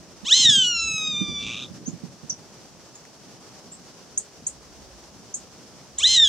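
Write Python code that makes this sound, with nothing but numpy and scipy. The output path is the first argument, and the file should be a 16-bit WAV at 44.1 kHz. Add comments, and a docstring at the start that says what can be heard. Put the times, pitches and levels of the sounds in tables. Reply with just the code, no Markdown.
"""A hawk on a bare branch gives one long scream and begins a second.
Its voice box shoots up in pitch, turns harsh and doubled at the top, then sinks as a clean whistle
and dies in a rattle as the breath runs out. A small bird chirps in the trees and there is one faint tick.
Air buffets the microphone over the soft hiss of the woods."""
import sys
import numpy as np
from scipy import signal
from scipy.fft import rfft, irfft, next_fast_len
from scipy.io import wavfile
from scipy.ndimage import uniform_filter1d

SR = 44100
rng = np.random.default_rng(int(sys.argv[2]) if len(sys.argv) > 2 else 0)


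def put_to_file(sound):
    """Save the sound as 16-bit audio at rate SR, in the file named by the first command-line argument."""
    columns = np.atleast_2d(sound).T  # one column per channel
    safe = np.clip(columns, -1, 1)
    whole_steps = np.round(safe * 32767)
    wavfile.write(sys.argv[1], SR, whole_steps.astype(np.int16))


N = 276948
TIME = np.arange(N) / SR


# How the throat and open beak shape the voice. Each row: frequency in Hz, boost or cut in dB.
THROAT_COLOUR = [(700, -18.5), (1200, -20.5), (1850, -11), (2120, -23.5), (2220, -17.5), (2400, -7.5),
                 (3000, 7), (3700, 7), (4200, -5), (4600, -21), (5300, -9.5), (6700, -4), (7900, -11),
                 (8600, -28.5), (10200, -25), (11400, -30.5), (12200, -58)]

def hawk(split_hz=4600, flutter_db=1.35, twigs_db=-12, far_db=-41):
    """The voice passes through throat and beak; effort sets how loud and how bright it is."""
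    pitch_hz, gain, treble_db, (rasp, doubled, quivering, rattling) = scream_shape()
    pulses, stagger = rattle(rattling)
    buzz = voice_box(pitch_hz * stagger, rasp, doubled, quivering, rattling)
    voice = colour(buzz * pulses, THROAT_COLOUR)
    body, treble = (steady(cut(voice, split_hz, kind, order=8)) for kind in ("low", "high"))
    call = (body + from_db(treble_db) * treble) * gain * from_db(flutter_db * drift(64.1))
    highs = cut(call, 6000, "high", order=1)   # thin twigs reflect high sounds best
    twigs = from_db(twigs_db) * echoes(highs, fade_s=.028)
    far = from_db(far_db) * echoes(call, fade_s=0.65)
    return call * pan(-0.61) + twigs + far


# The screams. Each row: start in seconds, relative level in dB, then the seconds from that start until
# the middle of the upward leap, the start of the doubled tone, its end, and the break in the voice.
SCREAM_TIMINGS = [(0.244, -0.5, .066, 0.0964, .21, 0.25), (5.977, -2, .057, .096, .198, 0.263)]
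# How the pitch sinks, one list for each scream. Each row: time in seconds, pitch to aim for in Hz.
SINKING_PITCH = [
    [(0.39, 2107), (0.4, 2105), (0.428, 2047), (0.458, 1909), (0.496, 1787), (0.506, 1696), (0.546, 1638),
     (0.586, 1567), (0.624, 1523), (0.648, 1460), (0.696, 1452), (0.778, 1353), (1.034, 1256),
     (1.108, 1241), (1.162, 1188), (1.19, 1205), (1.262, 1185), (1.41, 1157)],
    [(6.1, 2088), (6.12, 2097), (6.144, 2080), (6.186, 1877), (6.232, 1789), (6.275, 1635)],
]
# Fading effort. Each row: seconds since the break, level change in dB, treble change in dB.
EFFORT = [(0, -5, 6.5), (.11, -4, -3), (.29, -14, 5.5), (.6, -15.5, 1), (0.709, -14, -1.5), (.77, -19, -3),
          (0.882, -17, -6), (1.13, -21.5, -5.5)]

def scream_shape(foot_hz=1020, leap_width=.22, switch_s=0.0098, quiver_until_s=.425,
                 rattle_from_s=1.185, release_from_s=1.393, release_db_per_s=450):
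    """The voice leaps, doubles, breaks, sinks and rattles: gives its pitch, gain, treble and states."""
    rows = np.array(SCREAM_TIMINGS)
    latest = np.maximum(np.searchsorted(rows[:, 0], TIME) - 1, 0)
    start, scream_db, leap_s, doubles_s, clears_s, breaks_s = rows[latest].T
    age = TIME - start

    # Each state runs from 0 (off) to 1 (on).
    at_top = ramp(age - doubles_s, switch_s)
    doubled = at_top * ramp(clears_s - age, switch_s)
    broken = ramp(age - breaks_s, width_s=0.00575)   # a quick change of register, like a yodel
    quivering = broken * ramp(quiver_until_s - age, width_s=0.023)
    rattling = ramp(age - rattle_from_s, width_s=0.102)
    rasp = (0.05 + 0.55 * (1 - at_top) + 0.343 * rattling
            + 0.846 * at_top * die_away(age - clears_s, decay_s=0.047)
            + 0.23 * broken * die_away(age - breaks_s, decay_s=0.25))

    scoop = 1 - .38 * die_away(age, decay_s=.009)   # starts flat and slides up to the foot of the leap
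    leap = .5 + .5 * np.tanh((age / leap_s - 1) / (2 * leap_width))   # an S-curve from 0 to 1
    aim_hz = np.choose(latest, [over_time(curve) for curve in SINKING_PITCH])
    pitch_hz = scoop * (foot_hz + leap * (aim_hz - foot_hz)) * (1 + .03 * rattling)

    gentle = 1 - np.clip(leap / 0.7, 0, 1) ** 2   # full force comes 70% of the way up the leap
    since_s, *fades = np.transpose(EFFORT)
    fade_db, fade_treble_db = (broken * np.interp(age - breaks_s, since_s, fade) for fade in fades)
    release_db = release_db_per_s * np.clip(age - release_from_s, 0, 1)
    # Doubling drains the main tone into the treble.
    level_db = -15 + scream_db - 13 * gentle - 6 * doubled + fade_db - release_db
    treble_db = -4.5 + 3 * gentle + 6.5 * doubled + fade_treble_db
    fade_in = np.clip(age / 0.04, 0, 1)
    return pitch_hz, fade_in * from_db(level_db), treble_db, (rasp, doubled, quivering, rattling)


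# The voice's harmonics, at 1, 2, 3 .. times the pitch. Each entry: strength in dB.
HARMONIC_LEVELS = [1, -0.5, -10, -11, -14, -24, -21, -23, -31]
# The extra tones of the doubled voice, at 0.5, 1.5, 2.5 .. times the pitch. Each entry: strength in dB.
IN_BETWEEN_LEVELS = [-14.5, -11.5, -7, -10, -23.5]

def voice_box(pitch_hz, rasp, doubled, quivering, rattling, jitter=.022, waver=.002,
              quiver_hz=433, rattle_quiver_hz=292, shimmer_db=3.3, breath_db=-10):
    """A slightly uneven vibration; when forced, every other cycle differs, adding in-between tones."""
    # After the break a second, slower vibration bends both pitch and strength.
    slow_hz = quiver_hz + (rattle_quiver_hz - quiver_hz) * rattling
    slow_phase = phase_of(slow_hz * (1 + 0.11 * rasp * drift(120)))
    swing = 0.15 * quivering + 0.25 * rattling
    unsteady = 1 + jitter * rasp * drift(457) + waver * drift(41)
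    phase = phase_of(pitch_hz * unsteady) + swing * np.sin(slow_phase)
    tone = np.zeros(N)
    for k, level_db in enumerate(HARMONIC_LEVELS, 1):
        strength = from_db(level_db + shimmer_db * drift(3.64))   # each harmonic wavers on its own
        tone += strength * np.sin(k * phase) * (k * pitch_hz < SR / 2)
    slip = 0.59 * drift(302.2)   # the doubling is unstable, which blurs its tones
    for k, level_db in enumerate(IN_BETWEEN_LEVELS, 1):
        tone += doubled * from_db(level_db) * np.sin((k - .5) * phase + slip)
    throb = 1 + 0.17 * swing * np.cos(slow_phase)
    breath = rng.standard_normal(N) * (1 + np.cos(phase))
    return tone * throb + from_db(breath_db) * rasp * breath


def rattle(rattling, pulses_per_s=112, full_depth=0.54, unevenness=0.22, wobble=0.07):
    """As the breath runs out, the tone breaks into pulses and its pitch staggers."""
    depth = full_depth * rattling
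    beat = np.cos(phase_of(pulses_per_s * (1 + unevenness * drift(80.2))))
    pulses = 1 + depth * np.tanh(2 * beat)
    stagger = 1 + wobble * depth * drift(211)
    return pulses, stagger


# The small bird's chirps. Each row: start in seconds, level in dB, boost or cut of the direct sound in dB,
# length in seconds, first and last pitch in Hz, how much it lingers mid-slide from 0 to 1.
BIRD_CHIRPS = [(1.855, -28, -5.5, .036, 5750, 7740, 0.02), (2.295, -19.5, 0, .018, 7820, 4330, 0.94),
               (2.951, -39.5, 0.5, .017, 6300, 8150, 0), (3.711, -33, -7, .036, 6940, 8630, 0.15),
               (4.174, -19, 6, 0.016, 5680, 10030, 0), (4.465, -20, 4, 0.016, 5780, 10300, 0),
               (5.339, -18, -3.5, .013, 5680, 9700, 0.06), (5.983, -18, 1.5, .012, 6200, 9460, 0)]

def small_bird(peak_at=0.3, leaves_db=-1):
    """Quick, pure sliding notes that swell and fade, smeared by the leaves they pass through."""
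    song, direct = np.zeros((2, N))
    for start_s, level_db, direct_db, length_s, first_hz, last_hz, linger in BIRD_CHIRPS:
        along = np.linspace(0, 1, int(length_s * SR))
        slide = along + linger * np.sin(2 * np.pi * along) / (2 * np.pi)
        pitch_hz = first_hz * (last_hz / first_hz) ** slide
        swell = np.interp(along, [0, peak_at, 1], [0, 1, 0])
        note = from_db(level_db) * swell * np.sin(phase_of(pitch_hz))
        span = slice(int(start_s * SR), int(start_s * SR) + len(note))
        song[span] += note
        direct[span] += from_db(direct_db) * note
    ears = np.array([direct, np.roll(direct, 2)]) * pan(-2.4)   # a little later and louder on the right
    return ears + from_db(leaves_db) * echoes(song, fade_s=0.13)


# The tick. Its two numbers: start in seconds, starting level in dB.
TICK_EVENT = (3.052, -40)
# The tick's tone. Each row: frequency in Hz, relative strength in dB.
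TICK_TONE = [(800, -25), (1900, 10), (3500, -23), (6500, 7), (11000, -25)]

def tick(decay_s=0.0024):
    """One faint, dry tick: a burst of noise that dies at once."""
    start_s, level_db = TICK_EVENT
    burst = (TIME >= start_s) * die_away(TIME - start_s, decay_s)
    return from_db(level_db) * burst * air_noise(TICK_TONE)


# How the buffeting and the rumble rise and fall. Each row: time in seconds, relative level in dB.
BUFFET_LEVELS = [(0.0, -48.5), (0.24, -58), (0.47, -45.5), (0.86, -50), (1.26, -39.5), (1.59, -46),
                 (1.85, -44), (2.33, -52.5), (2.68, -55.5), (3.81, -53.5), (4.09, -56), (6.28, -54)]
RUMBLE_LEVELS = [(0.0, -52), (0.03, -67), (0.53, -48), (0.62, -66), (0.9, -40), (0.95, -67), (1.48, -46),
                 (1.52, -63.5), (4.09, -68), (4.85, -50), (5.27, -65), (5.46, -57), (5.58, -72), (6.2, -46)]
# Single puffs of air. Each row: start in seconds, relative peak level in dB.
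AIR_PUFFS = [(0.229, -34), (0.393, -32.5), (0.443, -27), (0.487, -21.5), (0.569, -26.5), (0.935, -31),
             (1.078, -35), (1.209, -19.5), (1.282, -27), (1.7, -32), (1.874, -23), (1.93, -29),
             (2.033, -27.5), (2.232, -34.5)]
# The tone of buffeting, rumble and puffs. Each row: frequency in Hz, relative strength in dB.
BUFFET_TONE = [(41, -61), (70, -13), (123, 0), (172, 2), (242, -0.5), (544, -17.5), (600, -14.5),
               (780, -61), (1320, -120)]
RUMBLE_TONE = [(20, -32), (45, 1.5), (65, 10), (95, -2.5), (160, -39)]
PUFF_TONE = [(40, -45.5), (90, -21), (130, -1.5), (175, -1.5), (250, -6), (380, -18.5), (550, -40),
             (1000, -64)]

def wind(lumpy_db=2, buffet_db=1, rumble_db=-2, puff_db=-5, puff_rise_s=0.0075):
    """Air buffets the microphone over a deep rumble, and single puffs strike its right side."""
    buffet = air_noise(BUFFET_TONE) * from_db(buffet_db + over_time(BUFFET_LEVELS) + lumpy_db * drift(9.4))
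    pressure = np.zeros(N)
    for start_s, peak_db in AIR_PUFFS:
        age = np.clip((TIME - start_s) / puff_rise_s, 0, 20)
        pressure += from_db(peak_db + puff_db) * age * np.exp(1 - age)
    puff_noise = steady(colour(rng.standard_normal(N), PUFF_TONE))
    puffs = cut(pressure * puff_noise, 95, "high")
    rumble = air_noise(RUMBLE_TONE) * from_db(rumble_db + over_time(RUMBLE_LEVELS))
    return buffet * pan(-0.96) + puffs * pan(-38) + rumble * pan(-2)


# The tone of the distant woods. Each row: frequency in Hz, relative strength in dB.
WOODS_TONE = [(150, -17), (250, -4.5), (347, 2), (398, 0.5), (466, 0.5), (692, -2), (768, -2.5),
              (837, -3.5), (2130, -12.5), (2950, -11.5), (3890, -12), (4320, -9), (5790, -4.5), (8770, -18),
              (15500, -32)]

def woods(level_db=-49, sway_db=1.12):
    """The far hiss of leaves and insects, swaying a little."""
    return air_noise(WOODS_TONE) * from_db(level_db + sway_db * drift(13))


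# How alike the air sounds on the left and right. Each row: frequency in Hz, likeness from 0 to 1.
EAR_LIKENESS = [(60, 0.61), (150, 0.61), (380, 0.87), (950, 0.73), (2380, 0.51), (5980, 0.027),
                (15000, 0.01)]

def air_noise(tone):
    """Stereo noise with the given tone, partly alike in both ears."""
    shared, different = rfft(rng.standard_normal((2, N)))
    alike = np.clip(over_frequency(EAR_LIKENESS, N), 0, 1)
    ears = np.sqrt(1 + alike) * shared + np.sqrt(1 - alike) * different * [[1], [-1]]
    return unit_power(colour(irfft(ears, N), tone))


def echoes(x, fade_s):
    """Many faint reflections off twigs and leaves, different at each ear, falling 60 dB in fade_s."""
    t = TIME[:SR]
    tail = rng.standard_normal((2, SR)) * from_db(-60 * t / fade_s) * (t > .002)
    tail /= np.sqrt(np.sum(tail ** 2, axis=1, keepdims=True))
    return signal.fftconvolve(x[None], tail, axes=1)[:, :N]


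def colour(x, tone):
    """Boost or cut each frequency by a table of Hz and dB."""
    size = next_fast_len(N + SR)
    return irfft(rfft(x, size) * from_db(over_frequency(tone, size)), size)[..., :N]


def cut(x, hz, kind, order=2):
    """Keep only the "low" or the "high" side of a frequency."""
    return signal.sosfilt(signal.butter(order, hz, kind, fs=SR, output="sos"), x)


def over_time(rows):
    """Join a table's points into a value for every sample."""
    return np.interp(TIME, *np.transpose(rows))


def over_frequency(rows, size):
    """Join a table's points into a value for every frequency in a sound of size samples."""
    hz, value = np.transpose(rows)
    every_hz = np.maximum(np.arange(size // 2 + 1) * SR / size, 1)
    return np.interp(np.log(every_hz), np.log(hz), value)


def phase_of(hz):
    """The angle a vibration has turned through so far."""
    return 2 * np.pi * np.cumsum(hz) / SR


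def drift(rate_hz):
    """A random wander, about 1 in size."""
    return unit_power(cut(rng.standard_normal(N + SR), rate_hz, "low")[SR:])


def ramp(t, width_s):
    """Rise from 0 to 1 around t = 0."""
    return np.clip(.5 + t / width_s, 0, 1)


def die_away(t, decay_s):
    """Stay at 1 until t = 0, then fade."""
    return np.exp(-np.maximum(t, 0) / decay_s)


def steady(x):
    """Even out the loudness from moment to moment."""
    power = uniform_filter1d(uniform_filter1d(x ** 2, size=500), size=400)
    return x / np.sqrt(np.abs(power) + 1e-9)


def unit_power(x):
    """Scale to an average power of 1."""
    return x / np.sqrt(np.mean(x ** 2) + 1e-20)


def pan(left_db):
    """Left and right gains; a negative number leans to the right."""
    gains = from_db(np.array([[left_db], [-left_db]]) / 2)
    return gains / gains.mean()


def from_db(db):
    """Turn decibels into a multiplier."""
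    return 10 ** (np.asarray(db) / 20)


def scene():
    """Both birds in the open air."""
    return hawk() + small_bird() + tick() + wind() + woods()


def record(dry, cutoff_hz=15750):
    """Cut off the very highest treble steeply."""
    return signal.sosfilt(signal.ellip(12, .1, 80, cutoff_hz, fs=SR, output="sos"), dry)


dry = scene()
out = record(dry)
put_to_file(out)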